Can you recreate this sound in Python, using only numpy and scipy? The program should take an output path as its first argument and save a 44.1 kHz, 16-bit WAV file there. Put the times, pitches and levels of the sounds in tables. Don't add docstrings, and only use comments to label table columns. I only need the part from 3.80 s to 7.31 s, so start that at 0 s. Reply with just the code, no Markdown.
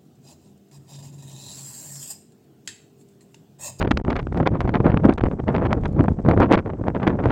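import sys
import numpy as np
from scipy import signal
from scipy.fft import rfft, irfft, next_fast_len
from scipy.io import wavfile
from scipy.ndimage import uniform_filter1d

SR = 44100
rng = np.random.default_rng(int(sys.argv[2]) if len(sys.argv) > 2 else 0)


def makeup_ratio(level_db):
    decades = np.asarray(level_db, float) / 20
    return 10 ** decades


def master_out(mix):
    frames = np.transpose(np.atleast_2d(mix))
    ceiling = np.clip(frames, -1, 1)
    pcm = np.round(ceiling * 32767).astype(np.int16)
    wavfile.write(sys.argv[1], SR, pcm)


N = 154791


def rms_one(x):
    return x / np.sqrt(np.mean(x ** 2) + 1e-20)


def band(x, low_hz, high_hz, order=2):
    return signal.sosfilt(signal.butter(order, [low_hz, high_hz], "band", fs=SR, output="sos"), x)


def drift(rate_hz):
    r = np.exp(-2 * np.pi * rate_hz / SR)
    noise = rng.standard_normal(N + 9000)
    return rms_one(signal.lfilter([1], [1, -2 * r, r * r], noise)[9000:])


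def ring(clicks, hz, t60_s):
    r, w = makeup_ratio(-60 / (t60_s * SR)), 2 * np.pi * hz / SR
    return signal.lfilter([0, np.sin(w)], [1, -2 * r * np.cos(w), r * r], clicks + 1e-18)


def sparse(per_s, spread_db):
    size_db = spread_db * np.minimum(rng.exponential(1, N), 4)
    sizes = makeup_ratio(size_db) * rng.choice([-1, 1], N)
    return sizes * (rng.random(N) < per_s / SR)


# (frequency [Hz], level [dB per Hz])
TURBULENCE = [
    (25, -10.5),
    (100, 4.5),
    (250, -0.5),
    (600, -9.5),
    (1500, -28.5),
    (4000, -57),
    (9000, -62),
    (30000, -120),
]


def turbulence_power(hz, octaves):
    point_hz, point_db = np.array(TURBULENCE).T
    level_db = np.interp(np.log2(hz) - octaves, np.log2(point_hz), point_db)
    return makeup_ratio(2 * level_db) / 2 ** octaves / 380


# (centre [s], length [s], level [dB], speed [octaves])
EDDIES = [(0.016, 0.025, -21.5, 2.2), (0.047, 0.018, -18.5, 0.6), (0.075, 0.019, -28, 1.5),
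          (0.114, 0.0093, -17.5, 3.5), (0.174, 0.0056, -21, 11), (0.193, 0.019, -30.5, 0.5),
          (0.249, 0.0021, -40.5, 1.54), (0.278, 0.049, -16.5, -0.04), (0.305, 0.014, -23.5, 2.5),
          (0.326, 0.017, -17.5, 0.9), (0.365, 0.026, -24.5, 2), (0.394, 0.022, -27.5, 2),
          (0.471, 0.0025, -23, 0.4), (0.525, 0.004, -27.5, 0.7), (0.568, 0.038, -17, 0.29),
          (0.575, 0.0093, -29.5, 10), (0.603, 0.045, -13.5, -0.04), (0.632, 0.0098, -22, 0.84),
          (0.668, 0.025, -15.5, 1.72), (0.722, 0.016, -22, 0.06), (0.752, 0.052, -22, 0.56),
          (0.816, 0.036, -27, 1), (0.851, 0.02, -18.5, 0.23), (0.88, 0.0096, -19.5, 1.43),
          (0.894, 0.018, -28.5, 1.1), (0.952, 0.039, -15.5, 1.22), (1.007, 0.0071, -14, 0.66),
          (1.06, 0.048, -13, 0.63), (1.09, 0.037, -24, 0.95), (1.106, 0.064, -20, 0.63),
          (1.14, 0.012, -15.5, 0.42), (1.171, 0.016, -16, 0.38), (1.197, 0.018, -33.5, 1),
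                 (1.249, 0.03, -6, -0.03), (1.294, 0.039, -16, 0.95), (1.327, 0.018, -26.5, 1.26),
                 (1.381, 0.0066, -22.5, 2.5), (1.402, 0.013, -17, 2), (1.45, 0.082, -17, -0.57),
                 (1.459, 0.025, -21.5, 0.87), (1.522, 0.04, -24, 0.24), (1.596, 0.02, -19.5, 0.46),
                 (1.64, 0.0099, -21.5, -0.8), (1.688, 0.048, -17, 0.66), (1.722, 0.1, -20, 0.1),
                 (1.753, 0.028, -19.5, 1.2), (1.783, 0.047, -18.5, -0.04), (1.832, 0.077, -18.5, 0.47),
                 (1.858, 0.021, -25, 2), (1.916, 0.089, -17, 0.13), (1.919, 0.022, -23, 1.5),
                 (1.976, 0.026, -19, 0.04), (2.057, 0.016, -24.5, 2), (2.17, 0.055, -15, -0.62),
                 (2.198, 0.055, -15, 0.2), (2.247, 0.03, -15, -0.1), (2.285, 0.0058, -10.5, 0.55),
                 (2.304, 0.064, -18, -0.95),
          (2.392, 0.024, -19.5, -0.24), (2.46, 0.037, -15, -0.13), (2.499, 0.071, -13, 0.42),
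               (2.538, 0.02, -17, 0.26), (2.578, 0.037, -9.5, -0.29), (2.598, 0.019, -10, 0.19),
               (2.625, 0.058, -10, 1.01), (2.663, 0.016, -25, 0.8), (2.725, 0.091, -11, 0.61),
               (2.734, 0.047, -16.5, 2.25), (2.782, 0.034, -21, 1.55), (2.868, 0.044, -23, 0.27),
               (2.902, 0.017, -20.5, 0.71), (2.938, 0.04, -21.5, -0.63), (2.997, 0.0095, -24, -0.23),
               (3.014, 0.012, -16, -0.57), (3.044, 0.014, -23, -0.026), (3.073, 0.046, -21, 0.33),
               (3.091, 0.053, -26.5, 0.3), (3.161, 0.046, -20.5, 0.47), (3.205, 0.017, -30, 1.3),
               (3.234, 0.039, -18.5, 1), (3.275, 0.022, -15, 1.58), (3.304, 0.029, -20, 0.88),
               (3.34, 0.06, -18.5, -0.15), (3.396, 0.031, -19.5, 0.64), (3.448, 0.073, -20, 0.49),
               (3.47, 0.0083, -9.5, -0.076), (3.505, 0.016, -18, 1.73)]
# (time [s], level [dB], speed [octaves])
FLOW = [
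    (0, -20.5, -1.13),
    (.45, -25, -1.67),
    (1.15, -19.5, -1.06),
    (1.6, -30.5, -1.13),
    (2.1, -20, -1.22),
    (2.399, -31, -1.3),
    (2.9, -37.5, -0.028),
    (3.51, -27.5, -1.6),
]
# (time [s], speed gain [octaves])
SPURTS = [(0.0156, 0.58), (0.0502, 0.81), (0.0583, 0.92), (0.0765, 1.16), (0.1159, 1.3),
          (0.1734, 1.36), (0.2001, 1.01), (0.249, 1.38), (0.3043, 0.92), (0.3204, 0.72),
          (0.3296, 0.72), (0.3566, 0.63), (0.3657, 0.65), (0.3929, 1.28), (0.3994, 0.69),
          (0.4702, 1.7), (0.5264, 1.59), (0.5504, 1.18), (0.575, 0.73), (0.5822, 0.82),
          (0.6019, 1.06), (0.6063, 0.71), (0.6294, 1.3), (0.6741, 1.07), (0.691, 0.88),
          (0.7555, 0.99), (0.8072, 1.52), (0.8096, 0.87), (0.8145, 0.54), (0.8613, 1.0),
          (0.8764, 1.13), (0.8937, 1.11), (0.9039, 0.81), (0.941, 1.09), (0.9474, 0.57),
          (0.955, 0.72), (1.0028, 1.52), (1.0438, 0.77), (1.0657, 0.74), (1.092, 0.51), (1.101, 0.83),
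          (1.1187, 1.01), (1.1439, 0.94), (1.1647, 0.68), (1.1738, 1.25), (1.2048, 0.92),
          (1.2536, 0.5), (1.3257, 0.77), (1.3861, 1.46), (1.4108, 1.1), (1.438, 1.13), (1.4572, 0.96),
          (1.4678, 0.61), (1.4853, 1.9), (1.514, 1.5), (1.6017, 0.81), (1.64, 1.3), (1.6817, 0.53),
               (1.7448, 0.7), (1.7503, 0.48), (1.7644, 1.4), (1.7826, 1.06), (1.8211, 0.65), (1.8276, 0.59),
               (1.8642, 0.46), (1.8692, 0.78), (1.9293, 1.1), (2.0368, 2.2), (2.0567, 1.3), (2.1939, 0.86),
               (2.2089, 1.5), (2.2416, 1.2), (2.283, 0.9), (2.395, 0.71), (2.452, 0.63), (2.4883, 0.71),
               (2.513, 1.17), (2.5343, 1.1), (2.5765, 0.64), (2.603, 0.5), (2.6222, 0.19), (2.6593, 0.55),
               (2.7253, 0.35), (2.7338, 0.26), (2.748, 0.42), (2.7778, 0.66), (2.7905, 1.3), (2.7975, 0.54),
               (2.8606, 0.82), (3.0394, 1.5), (3.0823, 0.76), (3.1023, 1.3), (3.1592, 1.03), (3.2315, 1.2),
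               (3.2769, 1.2), (3.2831, 0.78), (3.2965, 0.73), (3.3039, 0.8), (3.3903, 0.79), (3.4391, 1.2),
               (3.4436, 0.9), (3.459, 0.78), (3.4663, 1.1), (3.4876, 2.6),
          (0.027, 1.2), (.1105, 1.5), (.123, 0.69), (0.281, 0.63), (1.296, 0.56), (1.69, .7),
                 (2.1989, 0.55), (2.6334, 0.52), (2.7135, 0.27), (2.739, 0.43), (3.152, .7)]
CONTROL_STEP = 16
EDDY_TRIM_DB, EDDY_SAG_OCTAVES, FASTEST_OCTAVES = -2, .45, 2.9
EDDY_SPREAD, EDDY_RISE_SHARE, EDDY_LOW_LAG_CYCLES, EDDY_BLUR_S = .45, .65, .3, .0005
SLIP_OCTAVES, SLIP_PER_S, SLIP_SKEW, SLIP_MEMORY_STEPS = .26, 260, .35, 70
SPURT_S, SPURT_REACH, SPURT_KINK_DB = 0.0015, 0.87, 20.5
KINKS_PER_S, KINK_SPREAD_DB, KINK_SHARE = 1100, 2.0, .6
LOWEST_HZ, BANDS, PORT_HZ = 30, 19, 2850


def speed_slip(t, spurt_s, gain):
    flutter = np.exp(SLIP_SKEW * drift(SLIP_PER_S)[::CONTROL_STEP])
    flutter = SLIP_OCTAVES * rms_one(flutter - uniform_filter1d(flutter, size=SLIP_MEMORY_STEPS))
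    bursts = gain[:, None] * np.exp(-((t - spurt_s[:, None]) / SPURT_S) ** 2)
    spurts = SPURT_REACH * np.sum(bursts, axis=0)
    return flutter + spurts - uniform_filter1d(spurts, size=SLIP_MEMORY_STEPS)


def pressure_stream(spurt_s):
    fronts = np.zeros(N)
    fronts[(spurt_s * SR).astype(int)] = makeup_ratio(SPURT_KINK_DB) * (-1) ** np.arange(len(spurt_s))
    kinks = np.sqrt(KINK_SHARE) * rms_one(sparse(KINKS_PER_S, KINK_SPREAD_DB))
    return fronts + kinks + np.sqrt(1 - KINK_SHARE) * rng.standard_normal(N)


def wind():
    t = np.arange(0, N, CONTROL_STEP) / SR
    s, length, db, speed = np.transpose(EDDIES)[:, :, None]
    flow_s, flow_db, flow_speed = np.transpose(FLOW)
    spurt_s, gain = np.transpose(SPURTS)
    slip = speed_slip(t, spurt_s, gain)
    swell = makeup_ratio(1.5 * drift(150)[::CONTROL_STEP])
    flow_power = makeup_ratio(2 * np.interp(t, flow_s, flow_db))
    flow_octaves = np.interp(t, flow_s, flow_speed) + slip
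    size = next_fast_len(N)
    stream = rfft(pressure_stream(spurt_s), size)
    place = 2 * np.log2(np.linspace(1, SR / 2, len(stream)) / LOWEST_HZ)
    rise = np.where(t < s, EDDY_RISE_SHARE, 1)
    out = np.zeros(N)
    for k in range(BANDS):
        hz = LOWEST_HZ * 2 ** (k / 2)
        width_s = EDDY_SPREAD * length * rise + EDDY_LOW_LAG_CYCLES / hz + EDDY_BLUR_S
        off = ((t - s) / width_s) ** 2
        bell = np.exp(-off)
        near = bell > 1e-5
        octaves = np.minimum(speed, FASTEST_OCTAVES) + slip - EDDY_SAG_OCTAVES * off
        power = np.zeros(bell.shape)
        power[near] = (bell * makeup_ratio(2 * (db + EDDY_TRIM_DB)))[near] * turbulence_power(hz, octaves[near])
        power = power.sum(0) + flow_power * turbulence_power(hz, flow_octaves)
        port_loss = 1 + (hz / PORT_HZ) ** 4
        strength = swell * np.sqrt(power * SR / 2 / port_loss)
        part = irfft(stream * np.clip(1 - abs(place - k), 0, 1), size)[:N]
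        out += part * np.interp(np.arange(N) / SR, t, strength)
    return out


def surge():
    lumps = rms_one(band(rng.standard_normal(N), 24.3, 108))
    return makeup_ratio(-37 + 2.2 * drift(20)) * lumps


def crackle():
    fine = sparse(1900, 4.0) * makeup_ratio(-63.5 + 4.6 * drift(25))
    hiss = makeup_ratio(-72.5 + 2.0 * drift(3)) * rng.standard_normal(N)
    air = makeup_ratio(-93.5) * np.diff(rng.standard_normal(N + 2), 2)
    return band(fine + hiss, 4700, 8400) + air


# (centre [s], peak [dB], pitch [Hz])
BOOMS = [
    (0.115, -7, 258),
    (1.0615, -4.5, 239),
    (1.253, -1.5, 233.4),
    (1.293, -1.5, 293),
    (2.208, -3.5, 300),
]
BOOM_CYCLES = 0.88


def booms():
    s, db, hz = np.transpose(BOOMS)[:, :, None]
    turns = (np.arange(N) / SR - s) * hz
    swell = makeup_ratio(db) * np.exp(-(turns / BOOM_CYCLES) ** 2)
    return np.sum(-swell * np.cos(2 * np.pi * turns), axis=0)


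# (time [s], peak [dB], width [ms])
SNAPS = [(0.25, -16, 0.14), (0.429, -31.5, 0.061), (0.546, -14, 0.2), (0.806, -6.5, 0.11),
         (0.81, -14.5, 0.092), (0.817, -15, 0.16), (1.0032, -3, 0.34), (1.438, 0, 0.26), (1.93, -2, 0.097),
         (2.7255, -5, 0.054), (3.083, -2.5, 0.21), (3.2772, 1, 0.28), (3.457, -2.5, 0.21)]


def snaps():
    out = np.zeros(N)
    for s, db, width_ms in SNAPS:
        start = int(s * SR)
        u = np.arange(300) / SR * 1000 / max(width_ms, .03)
        out[start:start + 300] += makeup_ratio(db) * (u / 2) ** 2 * np.exp(2 - u)
    return out


# (time [s], peak [dB])
TICKS = [(0.4154, -53), (0.532, -50), (1.337, -34), (2.0128, -51), (2.0798, -45.5), (2.1284, -50),
         (2.2378, -42.5), (2.3321, -52), (2.5437, -50.5), (2.805, -57), (3.0984, -55)]
TICK_LOW_HZ, TICK_HIGH_HZ, TICK_T60_S, TICK_TRIM_DB = 3460, 9500, .007, -12


def ticks():
    out = np.zeros(N)
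    s, db = np.transpose(TICKS)
    luck = rng.normal(0, 1, (len(s), 10))
    for k, hz in enumerate(np.geomspace(TICK_LOW_HZ, TICK_HIGH_HZ, 10)):
        clicks = np.zeros(N)
        clicks[(s * SR).astype(int)] = makeup_ratio(db + TICK_TRIM_DB + 3.5 * luck[:, k]) * (-1) ** k
        out += ring(clicks, hz, TICK_T60_S)
    return out


def flake():
    click = makeup_ratio(-76) * (np.arange(N) == int(1.605 * SR))
    return ring(click, 3900, .15) + ring(click, 5580, .15)


def scene():
    return (wind() + surge() + crackle() + booms() + snaps() + ticks() + flake())[None]


def band_limit(x):
    return signal.sosfilt(signal.butter(12, 15830, fs=SR, output="sos"), x)


# (time [s], length [s])
CHOKES = [(.063, .008), (.127, .005), (.2025, .0055), (.218, .02), (1.109, .006), (1.362, .0135),
          (1.397, .0105), (1.4405, .002), (1.449, .005), (2.7565, .003), (2.762, .007)]
MIC_ROLL_HZ, COUPLING_HZ, CLIP_LEVEL = 8800, 79.6, 0.93


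def record(dry):
    passing = np.ones(N)
    for s, length in CHOKES:
        passing[int(s * SR):int((s + length) * SR)] = 0
    dull = signal.sosfilt(signal.butter(3, MIC_ROLL_HZ, fs=SR, output="sos"), dry)
    changes = np.diff(dull, prepend=0) * uniform_filter1d(passing, size=9)
    coupled = signal.lfilter([1], [1, -np.exp(-2 * np.pi * COUPLING_HZ / SR)], changes)
    mix = np.clip(coupled, -CLIP_LEVEL, CLIP_LEVEL)
    return band_limit(mix)


dry = scene()
out = record(dry)
master_out(out)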